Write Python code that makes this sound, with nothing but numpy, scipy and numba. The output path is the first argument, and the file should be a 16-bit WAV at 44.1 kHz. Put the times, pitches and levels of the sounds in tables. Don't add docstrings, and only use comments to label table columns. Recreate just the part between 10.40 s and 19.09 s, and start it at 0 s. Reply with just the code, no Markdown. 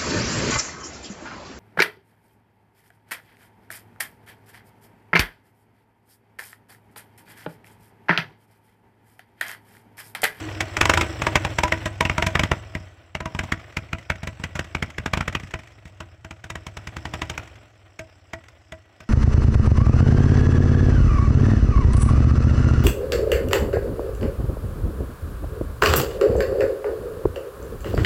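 import sys
import numpy as np
from scipy import signal
from scipy.fft import rfft, irfft, next_fast_len
from scipy.io import wavfile
from numba import njit

SR = 44100
rng = np.random.default_rng(int(sys.argv[2]) if len(sys.argv) > 2 else 0)


def dump_mix(stems):
    frames = np.atleast_2d(stems).T
    limited = np.clip(frames, -1, 1)
    pcm = np.round(limited * 32767).astype(np.int16)
    wavfile.write(sys.argv[1], SR, pcm)


def makeup_ratio(level_db):
    decades = np.asarray(level_db, float) / 20
    return 10 ** decades


N = 383229

# (time [s], exhaust strokes [per s])
CRANK_SPEED = [(0, 21), (.3, 18.5), (.6, 26), (.85, 21.5), (1.3, 23), (1.53, 19.6), (1.65, 23), (2, 24.5),
               (2.6, 17), (3, 24), (4, 25), (4.9, 28), (5.9, 15.5), (6.45, 20.5), (6.9, 25.5), (7.6, 18),
               (8.7, 13.5)]
# (time [s], running gear [dB], pumping of dead strokes [dB])
RUNNING_LEVELS = [(0, -38, -43.5), (.22, -43.5, -46), (.55, -41.5, -38), (.9, -42.5, -39.5),
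                  (1.3, -44, -41.5), (1.58, -48.5, -45), (2.0, -47.5, -46), (2.42, -54, -51.5),
                  (2.74, -62.5, -63.5), (3.0, -53, -55), (3.5, -56, -52.5), (4.5, -55.5, -51.5),
                  (5.1, -57.5, -56), (5.9, -62.5, -57.5), (6.85, -51, -47.5), (7.38, -60.5, -63),
                  (8.2, -60.5, -60), (8.69, -61.5, -70)]
# (time [s], level of the blow [dB])
TAILPIPE_FACING = [(0, -17), (1.3, -1.5), (2, 3), (3, 5.5), (4, 1.5), (5, 3.5), (6, -6), (7, -6),
                   (8.69, -3.5)]
# (time [s], bark peak
# [dB], bark centre [Hz], pipe ring [dB re bark])
FIRED_STROKES = [(0.205, -6.5, 913, -21), (0.367, -6, 2270, -21), (0.411, 3, 1500, -24),
                 (0.454, -4, 2140, -17.5), (0.495, 1.5, 990, -25), (0.536, -4, 2330, -23),
                 (0.573, -3, 960, -21.5), (0.61, -7, 2200, -17), (0.818, -7, 900, -30),
                 (0.866, -2, 965, -19.5), (0.955, -0.5, 2120, -24), (1.048, -5.5, 960, -26),
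                 (1.185, -6, 950, -19), (1.234, -4, 947, -12.5), (1.321, -3.5, 1900, -19),
                 (1.456, -13, 1750, -10.5), (1.607, -3.5, 950, -18), (1.651, -7.5, 2630, -14.5),
                 (1.696, -5.5, 2270, -19), (1.78, -5, 1190, -14.5), (1.823, -5, 1750, -15.5),
                 (1.865, -7.5, 2350, -14), (1.952, -4, 1724, -19), (1.993, -2, 2330, -17.5),
                 (2.034, -3, 1820, -23), (2.115, -2.5, 835, -22.5), (2.35, -12.5, 2170, -18),
                 (2.75, -13, 2190, -21), (2.804, -14, 890, -15), (2.856, -16.5, 1040, -13.5),
            (2.948, -15.5, 990, -23), (2.99, -7.5, 2020, -24), (3.034, -25, 940, -26),
            (3.12, -7.5, 2000, -24), (3.368, -11, 2180, -26), (3.53, -9.5, 2445, -20.5),
            (3.7, -4.5, 2110, -23), (3.831, -21, 1480, -17), (3.872, -16.5, 2230, -18.5),
            (3.997, -31.5, 935, -15), (4.037, -13.5, 2040, -24), (4.153, -19.5, 1320, -16),
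            (4.192, -10, 1710, -24), (4.349, -10.5, 2280, -32), (4.424, -7.5, 2100, -31),
            (4.582, -11, 2010, -36), (4.659, -11, 1550, -25), (4.734, -5.5, 2290, -29),
            (4.772, -11, 1060, -26), (4.807, -9.5, 1460, -39), (4.878, -9, 2000, -41),
            (4.95, -8.5, 2550, -32), (5.033, -31, 1880, -22), (5.138, -12.5, 2060, -17),
                 (5.453, -34, 1860, -28), (5.603, -23, 1420, -11.5), (5.846, -26.5, 1520, -16),
               (5.908, -23.5, 1370, -18.5), (6.04, -25, 1540, -17.5), (6.101, -19, 1940, -19),
               (6.154, -18.5, 1940, -20), (6.266, -21.5, 2010, -20), (6.369, -23.5, 940, -30),
               (6.471, -17, 2130, -30), (6.566, -17.5, 2020, -32), (6.653, -15, 2000, -23),
               (6.737, -16, 1990, -16.5), (6.817, -10.5, 2070, -21), (6.897, -16, 2230, -17),
               (6.977, -14.5, 1495, -28), (7.591, -21, 1710, -12), (7.933, -20, 1850, -11),
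               (8.321, -24.5, 2050, -12), (8.603, -33, 1520, -14)]
FIRED = FIRED_STROKES
# (time [s], peak [dB])
FAINT_BURSTS = [(1.102, -31), (1.278, -18.5), (1.375, -30), (2.4, -41), (3.196, -33.5), (3.323, -37.5),
                (3.583, -31.5), (3.626, -39), (3.756, -32), (4.242, -31), (4.459, -43), (4.501, -29.5),
                (4.54, -55), (4.925, -26.5), (4.997, -26.5), (5.071, -36.5), (5.107, -32), (5.189, -32),
                (5.233, -33.5), (5.272, -36.5), (5.319, -43), (5.476, -41.5), (7.032, -38), (7.073, -36),
                (7.113, -47), (7.155, -42), (8.038, -38.5), (8.083, -36.5)]
# (frequency [Hz], level [dB per Hz])
JET_COLOUR = [(88, 24.5), (150, 6), (457, -6), (1020, -5.5), (1790, -7.5), (2180, -5.5), (3490, -15.5),
              (4320, -25.5), (5460, -21.5), (7320, -23), (9440, -35.5), (16000, -42.5)]
# (frequency [Hz], level [dB per Hz])
CLATTER_COLOUR = [(120, -18), (200, -6.5), (320, -1), (450, -7), (640, 0), (900, -9), (2000, -8.5),
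                  (3200, -12.5), (4200, -23.5), (6000, -39)]
# (frequency [Hz], level [dB per Hz])
INTAKE_COLOUR = [(3000, -43), (4300, -3), (5300, 4), (6500, -5), (7800, -2.5), (9000, -16), (12000, -29),
                 (16000, -35)]
# (frequency [Hz], width [Hz], level [dB])
CASTING_MODES = [(648, 16, -27), (1520., 69, -19.5), (1940., 9, -18)]
# (frequency [Hz], level [dB])
PIPE_OVERTONES = [(325., -10.5), (643., -5), (972., -4), (1310., -14.5), (1600., -10), (1943., -8)]
# (delay [s], level [dB])
PIPE_RETURNS = [(.012, -9), (.021, -10.5)]
# (delay [s], level [dB])
WALL_ECHOES = [
    (0.018, -15.5),
    (.053, -26),
    (.081, -25),
    (.12, -28),
]

SHAKE_S, SHAKE_CLATTER_DB, SHAKE_HUM_DB, SHAKE_PUMP_DB = 0.081, 3.85, 5, 0.27
GEAR_REFERENCE_DB = -48
HUM_DB, HUM_FOLLOWS, INTAKE_DB, INTAKE_FOLLOWS = -58.5, 1.35, -52.5, 1
SIDE_ON = -0.56
THUMP_DB, THUMP_FROM_BARK, THUMP_FROM_PUMP = -4.5, 0.33, 0.41
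SLUG_DB, SLUG_S, RING_LAG_S, WALL_BASS_DB = 8, .0052, .0025, -15.5
USUAL_EXCESS_DB = 40
HISS_DB, HISS_PER_EXCESS = -19, -0.37
FALL_MS, FALL_PER_EXCESS, FALL_SCATTER = 3.2, -0.051, .25
DULL_DB = -7 + 15 - 15
STRAY_HZ, STRAY_DB = 1792, -14
NEAR_CENTRE_DB, CENTRE_SPREAD, RESTED_DB, REST_S = 8.5, .1, 8, 0.32
WAVER_DB, RING_SCATTER_DB = 2.5, 1.2
PIT_T60_S, PIT_DB = 0.93, -27.5


def rms_one(x):
    return x / np.sqrt(np.mean(x ** 2) + 1e-20)


def in_time(rows):
    s, *columns = np.transpose(rows)
    return [np.interp(np.arange(N) / SR, s, c) for c in columns]


def drift(rate):
    count = int(N / SR * rate) + 2
    return np.interp(np.arange(N), np.linspace(0, N, count), rng.standard_normal(count))


def coloured(x, spectrum):
    hz, db = np.transpose(spectrum)
    size = next_fast_len(len(x))
    grid = np.maximum(np.fft.rfftfreq(size, 1 / SR), 1)
    gain = makeup_ratio(np.interp(np.log(grid), np.log(hz), db))
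    return rms_one(irfft(rfft(x, size) * gain, size)[:len(x)])


def cut(x, hz, kind, order=2):
    return signal.sosfilt(signal.butter(order, hz, kind, fs=SR, output="sos"), x)


def ring(clicks, hz, t60):
    r, w = makeup_ratio(-60 / (t60 * SR)), 2 * np.pi * hz / SR
    return signal.lfilter([0, np.sin(w)], [1, -2 * r * np.cos(w), r * r], clicks + 1e-18)


def clicks_at(seconds, sizes):
    out = np.zeros(N)
    out[np.clip((seconds * SR).astype(int), 0, N - 1)] = sizes
    return out


@njit
def gliding(x, turn):
    out, state = np.zeros(len(x)), 0j
    for i in range(len(x)):
        state = state * turn[i] + x[i]
        out[i] = state.real
    return out


def crank(lead_s):
    turned = np.cumsum(in_time(CRANK_SPEED)[0]) / SR
    fired_at = turned[((np.array(FIRED)[:, 0] - lead_s) * SR).astype(int)]
    whole = np.cumsum(np.r_[5, np.maximum(np.round(np.diff(fired_at)), 1)])
    known = np.r_[fired_at[0] - 5, fired_at, fired_at[-1] + 5]
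    return np.interp(turned, known, np.r_[0, whole, whole[-1] + 5])


def shaking():
    r = np.exp(-1 / (SHAKE_S * SR))
    return signal.lfilter([1], [1, -r], clicks_at(np.transpose(FIRED)[0], 1))


def gas_bounce(strokes, open_hz=54.0, shut_hz=118.3, rise=0.38, t60=0.23):
    part = strokes % 1
    warmth = 1 + .06 * rng.standard_normal(400)[strokes.astype(int)]
    hz = warmth * (shut_hz - (shut_hz - open_hz) * np.exp(-part / rise))
    loss = 1 + 12 * part ** 12
    return makeup_ratio(-60 * loss / (t60 * SR)) * np.exp(2j * np.pi * hz / SR)


def valve_push(clicks):
    push = np.hanning(round(0.0067 * SR)) * 2 / round(0.0049 * SR)
    return np.convolve(clicks, push)[:N]


def dead_pumping(strokes, pump_db, bounce):
    opens = np.diff(np.floor(strokes), prepend=0) > 0
    shuts = np.diff(np.floor(strokes + .45), prepend=0) > 0
    dead = (opens - 0.66 * shuts) * makeup_ratio(pump_db + 14.5 + 2.0 * rng.standard_normal(N))
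    return cut(cut(gliding(valve_push(dead), bounce), 140.0, "low"), 32.0, "high")


def clatter(strokes, level_db, hiss_db, ticks=2, pulse=0.23, knocks_per_s=520.0, knock_db=-8.0):
    swell = 1 - pulse + pulse * 1.2 * np.exp(-(strokes * ticks % 1) / 0.18)
    sizes = makeup_ratio(1.8 * np.minimum(rng.exponential(1, N), 4)) * rng.choice([-1, 1], N)
    knocks = rms_one(sizes * (rng.random(N) < knocks_per_s * swell / SR))
    grit = swell * rng.standard_normal(N) + makeup_ratio(knock_db) * knocks
    body = coloured(grit * makeup_ratio(3.15 * drift(120)), CLATTER_COLOUR)
    for hz, width, db in CASTING_MODES:
        flutter_db = 3 * drift(40)
        body = body + makeup_ratio(db + flutter_db) * rms_one(ring(grit, hz, 10.0 / width))
    hiss = coloured(swell ** 3.1 * rng.standard_normal(N), INTAKE_COLOUR)
    edges = [2500, 4700, 6000, 7200, 9000, 16000]
    hiss = sum(makeup_ratio(2 * drift(25)) * cut(hiss, pair, "band") for pair in zip(edges, edges[1:]))
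    body = body / np.std(cut(body, [900, 4000], "band"))
    return makeup_ratio(level_db) * body + makeup_ratio(hiss_db + 1.0 * drift(30)) * hiss


def frame_hum(strokes, hum_db, hz=320.5):
    shake = rng.standard_normal(N) * (.6 + np.exp(-(strokes % 1) / .5))
    bent = hz * (1 + .03 * drift(12))
    turn = makeup_ratio(-60 / (.2 * SR)) * np.exp(2j * np.pi * bent / SR)
    hum = cut(gliding(shake, turn), [hz / 1.3, hz * 1.3], "band", order=1)
    return makeup_ratio(hum_db + 0.5) * rms_one(hum)


def fired_thump(pump_db, facing_db, bounce):
    s, bark_db = np.transpose(FIRED)[:2]
    low_db = THUMP_DB + THUMP_FROM_BARK * bark_db + THUMP_FROM_PUMP * pump_db[(s * SR).astype(int)]
    fired = clicks_at(s + 0.00019, makeup_ratio(low_db + 3.0))
    slug = np.convolve(fired, np.hanning(round(SLUG_S * SR)))[:N]
    slug = slug + sum(makeup_ratio(db) * np.roll(slug, round(lag * SR)) for lag, db in PIPE_RETURNS)
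    front = makeup_ratio(SLUG_DB + facing_db) * cut(slug, 40., "high", order=1)
    ringing = gliding(np.roll(valve_push(fired), round(RING_LAG_S * SR)), bounce)
    blow = cut(makeup_ratio(-0.5) * cut(ringing, 170.0, "low"), 55.0, "high") + front
    lag = round(WALL_ECHOES[1][0] * SR)
    blow[lag:] += makeup_ratio(WALL_BASS_DB) * blow[:-lag].copy()
    return cut(blow, 32.0, "high")


def barks(facing_db, gear_db, tail_s=0.013, tail_db=-15.0, shrill_db=-5.5, ragged_db=2.0):
    size = 4096
    out = np.zeros(N + size)
    t = np.arange(size) / SR - .008
    after = np.maximum(t, 0)
    rise_s, shrill_s = .0013, .009
    jet = coloured(rng.standard_normal(N + size), JET_COLOUR)
    dull = cut(jet, [280., 600.], "band")
    body = cut(cut(jet, 523.0, "high"), 3740, "low", order=4)
    hiss = cut(jet, 4230, "high", order=4)
    lumps = makeup_ratio(ragged_db * drift(450))
    bursts = FIRED + [(s, peak_db, 2000., 0) for s, peak_db in FAINT_BURSTS]
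    luck = rng.standard_normal((len(bursts), 3))
    for (s, peak_db, hz, _), (hissy, slow, stray) in zip(bursts, luck):
        i = round((s - .006) * SR)
        here = slice(i, i + size)
        excess = np.clip(peak_db - gear_db[i] - USUAL_EXCESS_DB, -10, 10)
        hiss_db = HISS_DB + HISS_PER_EXCESS * excess + 1.65 * hissy
        fall_ms = FALL_MS * np.exp(FALL_PER_EXCESS * excess + FALL_SCATTER * slow)
        fall = np.exp(-after * 1000 / max(fall_ms, .5)) + makeup_ratio(tail_db) * np.exp(-after / tail_s)
        ragged = np.resize(lumps[here], size) ** np.minimum(after / 0.01, 1)
        shape = np.exp(np.minimum(t, 0) / rise_s) * fall * ragged
        dull_gain = makeup_ratio(DULL_DB + 0.3 * facing_db[i])
        burst = shape * (dull_gain * dull[here] + body[here] + makeup_ratio(hiss_db + 20.5) * hiss[here])
        shrill = ring(shape * rng.standard_normal(size), hz, shrill_s)
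        stray_hz = STRAY_HZ * 2 ** (stray / 3)
        shrill += makeup_ratio(STRAY_DB) * ring(shape * jet[here][::-1] * 3, stray_hz, shrill_s * 1.7)
        shrill_gain = makeup_ratio(shrill_db + .6 * facing_db[i] + 3.5)
        burst += shrill_gain * shrill * np.std(burst) / np.std(shrill)
        out[here] += makeup_ratio(peak_db) * burst / np.abs(burst).max()
    return out[:N]


def pipe_rings(facing_db, t60=0.14, swell_s=0.001, detune=0.023):
    out, t = np.zeros(N + 8192), np.arange(6144) / SR
    waver = makeup_ratio(WAVER_DB * drift(120))
    hz, db = np.transpose(PIPE_OVERTONES)
    rests = np.diff(np.transpose(FIRED)[0], prepend=0)
    luck = rng.standard_normal((len(FIRED), 2, len(hz)))
    dying = makeup_ratio(-60 * t[:, None] / (t60 * (640 / hz) ** .5))
    swell = 1 - np.exp(-t / swell_s)
    for (s, bark_db, centre, ring_db), rest, (loud, warm) in zip(FIRED, rests, luck):
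        nearness = np.exp(-(np.log(hz / centre) / CENTRE_SPREAD) ** 2)
        level = bark_db + ring_db + db + RING_SCATTER_DB * loud + NEAR_CENTRE_DB * nearness
        rested = min(rest / REST_S, 1)
        level[0] += SIDE_ON * facing_db[int(s * SR)]
        level[1] += RESTED_DB * rested
        level[2] -= RESTED_DB * rested ** 2
        tones = dying * np.sin(2 * np.pi * t[:, None] * hz * (1 + detune * warm))
        i = round((s + 0.001836) * SR)
        out[i:i + len(t)] += swell * (tones @ makeup_ratio(level))
    return waver * out[:N]


def pit(x):
    t = np.arange(SR // 2) / SR
    reply = makeup_ratio(PIT_DB) * makeup_ratio(-60 * t / PIT_T60_S) * (t > .01) * rng.standard_normal(len(t)) / 40
    for lag, db in WALL_ECHOES:
        smear = rng.standard_normal(len(t)) * np.exp(-((t - lag) / 0.0011) ** 2)
        reply += makeup_ratio(db) * smear / np.sqrt(np.sum(smear ** 2))
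    return cut(signal.fftconvolve(x, reply)[:N], 2500.0, "low", order=1)


def scene():
    strokes, shake = crank(lead_s=0.0044), shaking()
    gear_db, pump_db = in_time(RUNNING_LEVELS)
    facing_db, = in_time(TAILPIPE_FACING)
    swing = gear_db - GEAR_REFERENCE_DB
    pump_db = pump_db + SHAKE_PUMP_DB * shake
    clatter_db = gear_db + SHAKE_CLATTER_DB * shake
    intake_db = INTAKE_DB + INTAKE_FOLLOWS * swing + SHAKE_CLATTER_DB * shake
    hum_db = HUM_DB + HUM_FOLLOWS * swing + SHAKE_HUM_DB * shake + SIDE_ON * facing_db
    bounce = gas_bounce(strokes)
    low = dead_pumping(strokes, pump_db, bounce) + fired_thump(pump_db, facing_db, bounce)
    gear = clatter(strokes, clatter_db, intake_db) + frame_hum(strokes, hum_db)
    bark = barks(facing_db, gear_db) + pipe_rings(facing_db)
    return (low + gear + bark + pit(bark))[None]


def roll_off(x):
    return signal.sosfilt(signal.butter(12, 16480, fs=SR, output="sos"), x)


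def record(dry):
    rounded = cut(0.78 * np.tanh(dry / 0.81), 48.0, "high")
    mix = cut(rounded, 15700, "low", order=14)
    return roll_off(mix)


dry = scene()
out = record(dry)
dump_mix(out)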